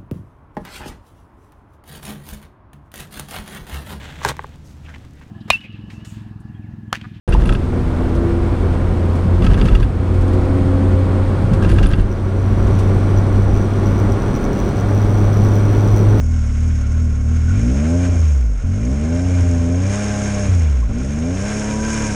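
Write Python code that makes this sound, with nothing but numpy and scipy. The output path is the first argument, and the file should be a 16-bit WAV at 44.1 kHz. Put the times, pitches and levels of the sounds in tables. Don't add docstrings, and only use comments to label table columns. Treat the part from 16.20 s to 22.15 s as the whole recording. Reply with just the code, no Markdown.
import sys
import numpy as np
from scipy import signal
from scipy.fft import rfft, irfft
from scipy.io import wavfile
from scipy.ndimage import uniform_filter1d

SR = 44100
rng = np.random.default_rng(int(sys.argv[2]) if len(sys.argv) > 2 else 0)


def unload_audio(sound):
    columns = np.transpose(np.atleast_2d(sound))
    steps = np.round(np.clip(columns, -1, 1) * 32767)
    wavfile.write(sys.argv[1], SR, steps.astype(np.int16))


N = 262384
STEP = 8

# (time [s], fuel [1 burning, 0 cut], exhaust gain [dB], extra 1st-order gain [dB])
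THROTTLE = [(0, 0.98, 0, 1.5), (1.23, 0.98, 1, -4.5), (1.4, 0.92, 2.5, 4), (1.6, 1, 3, 2),
            (1.87, 1, 0.5, 2.5), (1.96, 0.65, -0.5, 1.5), (2.06, 0.0058, 0.5, 0.5), (2.422, 0, 3, -0.5),
            (2.44, 0.99, -3, 0), (2.7, 0.99, 0, 3.5), (3.03, 1, -0.5, 0.5), (3.15, 0.98, -1.5, 7),
            (3.5, 0.99, 0, 2.5), (3.71, 1, -1, 4), (3.8, 0.99, 0.5, -0.5), (4.282, 0.9, 0, -0.5),
            (4.296, 0.36, 0.5, 1.5), (4.682, 0, 1, 0), (4.697, 0.85, -3.5, 0.5), (4.95, 1, -0.5, -2),
            (5.2, 0.99, -1.5, -2), (5.5, 0.96, -1, -3), (5.95, 0.87, -2, 1)]
# (time [s], clatter level [dB], rasp level before trim [dB])
HOOD_LEVELS = [(0.03, -47, -47), (0.33, -44.5, -42.5), (0.98, -48.5, -46.5), (1.58, -41, -38),
               (1.76, -41, -41.5), (1.86, -37, -35), (1.89, -42, -40), (2.11, -43, -42.5),
               (2.32, -51.5, -49.5), (2.63, -45, -42.5), (3.2, -40, -38.5), (3.54, -43.5, -41.5),
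               (3.74, -34.5, -33), (4.2, -35.5, -33.5), (4.66, -49.5, -46.5), (4.79, -44, -40.5),
               (5.09, -42, -41), (5.31, -33.5, -32), (5.6, -36.5, -37.5), (5.7, -30.5, -32),
               (5.95, -34.5, -32.5)]


def from_db(db):
    return 10 ** (np.asarray(db) / 20)


def rms_one(x):
    return x / np.sqrt(np.mean(x ** 2) + 1e-20)


def lookup(table, at):
    axis, *columns = np.transpose(table)
    return np.array([np.interp(at, axis, column) for column in columns])


def in_time(table):
    return lookup(table, np.arange(N) / SR)


def db_at_hz(spectrum, hz):
    points_hz, points_db = np.transpose(spectrum)
    return np.interp(np.log(hz), np.log(points_hz), points_db)


def drift(corner_hz):
    pole = np.exp(-2 * np.pi * corner_hz * 40 / SR)
    slow = signal.lfilter([1], [1, -2 * pole, pole * pole], rng.standard_normal(N // 40 + 2002))[2000:]
    return np.interp(np.arange(N) / 40, np.arange(len(slow)), rms_one(slow))


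def resonance(x, hz, width_hz):
    r = np.exp(-np.pi * width_hz / SR)
    feedback = [1, -2 * r * np.cos(2 * np.pi * hz / SR), r * r]
    return signal.lfilter(np.array([1, 0, -1]) * (1 - r * r) / 2, feedback, x)


def coloured(x, spectrum):
    hz = np.maximum(np.arange(N // 2 + 1) * SR / N, 1)
    octaves_below = np.maximum(np.log2(spectrum[0][0] / hz), 0)
    octaves_above = np.maximum(np.log2(hz / spectrum[-1][0]), 0)
    gain_db = db_at_hz(spectrum, hz) - 45 * (octaves_below + octaves_above)
    return rms_one(irfft(rfft(x) * from_db(gain_db), N))


def firing_noise(phase, depth_db, flicker_db, scatter_db=1.5):
    strength = rng.standard_normal(2000)[(phase / (2 * np.pi)).astype(int)]
    swell = (1 - np.cos(phase)) / 2
    swell_db = swell * (depth_db + scatter_db * strength)
    return rng.standard_normal(N) * from_db(swell_db + flicker_db * drift(17.3))


def firing_rate_hz():
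    revs = [(0, 38.0), (1.23, 38.0), (1.29, 41.5), (1.41, 56), (1.48, 61), (1.72, 84.4), (1.79, 89),
            (1.94, 87.2), (2.12, 72.6), (2.3, 52.0), (2.43, 40.6), (2.5, 44), (2.78, 73), (2.97, 87),
            (3.06, 90.4), (3.36, 85), (3.46, 84.5), (3.55, 88), (3.71, 99.9), (3.79, 103.2), (4.05, 102.6),
            (4.25, 100.5), (4.69, 50.3), (4.76, 59), (5.03, 81), (5.11, 89.5), (5.27, 103.7), (5.34, 105.4),
            (5.44, 104.8), (5.7, 110.8), (5.8, 109), (5.95, 103.1)]
    hunt_hz, period_s, crest_s, idle_end_s = 2.2, 0.342, 0.125, 1.26
    t = np.arange(N) / SR
    idling = np.clip((idle_end_s - t) / 0.05, 0, 1)
    hunt = np.cos(2 * np.pi * (t - crest_s) / period_s) * idling
    return uniform_filter1d(in_time(revs)[0], size=1500) + hunt_hz * hunt


def track_rumble():
    levels = [(0, -40), (1.2, -38), (1.4, -26), (1.8, -29), (1.95, -37), (2.4, -37), (2.7, -28.5),
              (3.6, -30.5), (3.8, -39), (4.25, -34), (4.4, -35), (5.2, -32), (5.5, -33), (5.95, -32)]
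    spectrum = [(15, -25), (30, 5.5), (55, 11.5), (120, 11), (230, -17), (320, -23), (500, -38)]   # (frequency [Hz], relative density [dB])
    return from_db(in_time(levels)[0]) * coloured(rng.standard_normal(N), spectrum)


def valve_clatter(phase):
    spectrum = [(3800, -27), (4300, -23.5), (4700, -11), (5560, 1.5), (6050, -7.5), (6300, -2), (6600, 0.5),
                (7360, -6), (9400, -12.5), (9900, -15), (10250, -23.5), (10800, -34), (12500, -32.5),
                (13300, -41.5)]
    level_db, _ = in_time(HOOD_LEVELS)
    noise = firing_noise(phase, depth_db=2.5, flicker_db=0.6)
    housing = from_db(2.5) * resonance(noise, hz=6433, width_hz=205)
    return from_db(level_db) * coloured(noise + housing, spectrum)


def hood_rasp(phase, speed, trim_db=-1.0):
    spectrum = [(530, -38), (900, -5.5), (1200, -6.5), (1400, -4), (1720, -6.5), (2200, -5), (2560, -8),
                (4500, -20.5), (5850, -53), (9900, -120)]
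    # (frequency [Hz], nominal width [Hz], gain at idle [dB], gain at full speed [dB])
    panels = [(1087, 9, -15.5, -28.5), (1427, 184, -6, -22), (1572, 77, -29, -6.5), (1698, 71, -31, -15),
              (2177, 65, -14, -26), (2377, 24, -18.5, -11.5)]
    _, level_db = in_time(HOOD_LEVELS)
    noise = firing_noise(phase, depth_db=1.0, flicker_db=-0.9)
    rasp = coloured(noise, spectrum)
    for hz, width_hz, idle_db, full_db in panels:
        ring_db = idle_db + speed * (full_db - idle_db) + 1.5 * drift(2.0)
        stage_width_hz = 1.9 * width_hz
        ring = resonance(resonance(noise, hz, stage_width_hz), hz, stage_width_hz)
        rasp += from_db(ring_db) * rms_one(ring)
    return from_db(level_db + trim_db) * rasp


def drive_knocks(attack_s=0.0042, decay_s=0.0057):
    hits = [(1.2803, -19.5, 1484), (1.307, -19, 1430), (1.8505, -34, 1600), (4.627, -24, 1074)]   # (time [s], gain [dB], frequency [Hz])
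    t = np.arange(int(0.06 * SR)) / SR
    envelope = np.exp(-t / decay_s) * (1 - np.exp(-t / attack_s))
    out = np.zeros(N)
    for start_s, gain_db, hz in hits:
        out[round(start_s * SR):][:len(t)] += from_db(gain_db) * envelope * np.sin(2 * np.pi * hz * t)
    return out


def pipe_growl(phase, level_db):
    spectrum = [(200, 3.5), (280, 6), (340, -1.5), (430, 4.5), (520, 0.5), (600, 1), (680, -2.5),
                (800, -3.5), (900, -22.5), (1050, -5)]
    return from_db(level_db) * coloured(firing_noise(phase, depth_db=3.0, flicker_db=1.0), spectrum)


def uneven_cylinders(phase, level_db, waver_db=2.2):
    lines = [(1, -1), (2, 5.5), (4, 0.5), (5, -9.5), (7, -9), (8, -5), (10, -14), (11, -27.5), (13, -12.5),
             (14, -35), (16, -24), (17, -28.5)]
    out = 0
    for thirds, gain_db in lines:
        amplitude = from_db(level_db + gain_db + waver_db * drift(8)[::STEP])
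        out += amplitude * np.sin(thirds * phase / 3 + rng.uniform(0, 2 * np.pi))
    return out


def whine(phase):
    start_s, rise_s, hold_s, rms_db, fall_db_per_s = 5.36, 0.17, 0.34, -37, 90
    t = np.arange(0, N, STEP) / SR - start_s
    level_db = rms_db - fall_db_per_s * np.maximum(t - rise_s - hold_s, 0)
    return np.sqrt(2) * np.clip(t / rise_s, 0, 1) * from_db(level_db) * np.cos(9 * phase)


def misfire_share(width_s=0.013):
    misfires = [(1.912, 0.96), (1.976, 0.6), (2.009, 0.5), (2.044, 0.35), (3.22, 0.8), (3.287, 0.7),
                (3.397, .5)]
    t = np.arange(0, N, STEP) / SR
    return np.minimum(sum(share * np.exp(-((t - at_s) / width_s) ** 2) for at_s, share in misfires), 1)


def order_levels_db(firing_hz):
    # (firing rate [Hz], 1st [dB], 2nd [dB], 3rd [dB], bark of the higher orders [dB])
    burning = [(34.7, -22.5, -19, -25.5, -32.5), (39.6, -23, -14.5, -25.5, -30.5),
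               (45.8, -28, -13, -31, -25), (53.2, -25, -18.5, -33, -24), (62.7, -21.5, -26, -28.5, -19.5),
               (75, -22.5, -28, -23, -24.5), (86, -20, -25.5, -21, -21), (90.9, -18.5, -27, -24, -25.5),
               (99.3, -21.5, -24, -38, -25), (103.7, -25.5, -23.5, -40, -24), (109, -30, -20.5, -33.5, -22)]
    fuel_cut = [(40.6, -24.5, -46, -46, -51), (52, -16.5, -34, -37.5, -36), (64, -14, -35.5, -41, -40.5),
                (76.6, -12.5, -31.5, -36, -38.5), (95, -11, -34, -34.5, -34.5)]
    fuel, gain_db, first_db = in_time(THROTTLE)[:, ::STEP]
    levels_db = fuel * lookup(burning, firing_hz) + (1 - fuel) * lookup(fuel_cut, firing_hz) + gain_db
    levels_db[0] += first_db
    return levels_db


def exhaust(phase, firing_hz, speed, lag_rad=0.95, misfire_boom=0.8, waver_db=1.5):
    pipe = [(140, -2), (190, -7), (240, 0.5), (290, -13), (340, -15.5), (430, -14.5), (520, -17), (610, -7),
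            (650, -22), (680, -24.5), (718, -17), (770, -26), (822, -19.5), (870, -30), (1100, -32)]
    *low_db, bark_db = order_levels_db(firing_hz)
    missed = misfire_share()
    dull_db_per_octave = 22.5 * (1 - speed) ** 2
    out = 0
    for order in range(1, 30):
        if order < 4:
            level_db = low_db[order - 1]
        else:
            hz = order * firing_hz
            pipe_db = db_at_hz(pipe, hz) - 60 * (hz > 1100)
            dull_db = dull_db_per_octave * np.maximum(np.log2(hz / 260), 0)
            level_db = bark_db + pipe_db - dull_db + waver_db * drift(11)[::STEP]
        gain = 1 + misfire_boom * missed if order == 1 else 1 - missed
        spread_rad = lag_rad * order ** 2
        out -= gain * from_db(level_db) * np.cos(order * phase + spread_rad)
    return np.sqrt(2) * out


def scene():
    firing_hz = firing_rate_hz()
    phase = 2 * np.pi * np.cumsum(firing_hz) / SR
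    speed = (firing_hz - 38) / 70
    fuel_cut = 1 - in_time(THROTTLE)[0]
    slow_cut = uniform_filter1d(fuel_cut, size=6000)
    switching = 4 * slow_cut * (1 - slow_cut)
    uneven_db = -38 + 4 * speed - 6.5 * fuel_cut + 10 * switching
    growl_db = -41.5 + 8.5 * speed - 3.5 * fuel_cut + 3 * switching
    tones = exhaust(phase[::STEP], firing_hz[::STEP], speed[::STEP]) + whine(phase[::STEP])
    tones += uneven_cylinders(phase[::STEP], uneven_db[::STEP])
    noises = track_rumble() + pipe_growl(phase, growl_db) + hood_rasp(phase, speed) + valve_clatter(phase)
    return (signal.resample_poly(tones, STEP, 1)[:N] + noises + drive_knocks())[None]


def record(dry):
    stop_db, stop_hz = 40, 13600
    return signal.sosfilt(signal.cheby2(12, stop_db, stop_hz, fs=SR, output="sos"), dry)


dry = scene()
out = record(dry)
unload_audio(out)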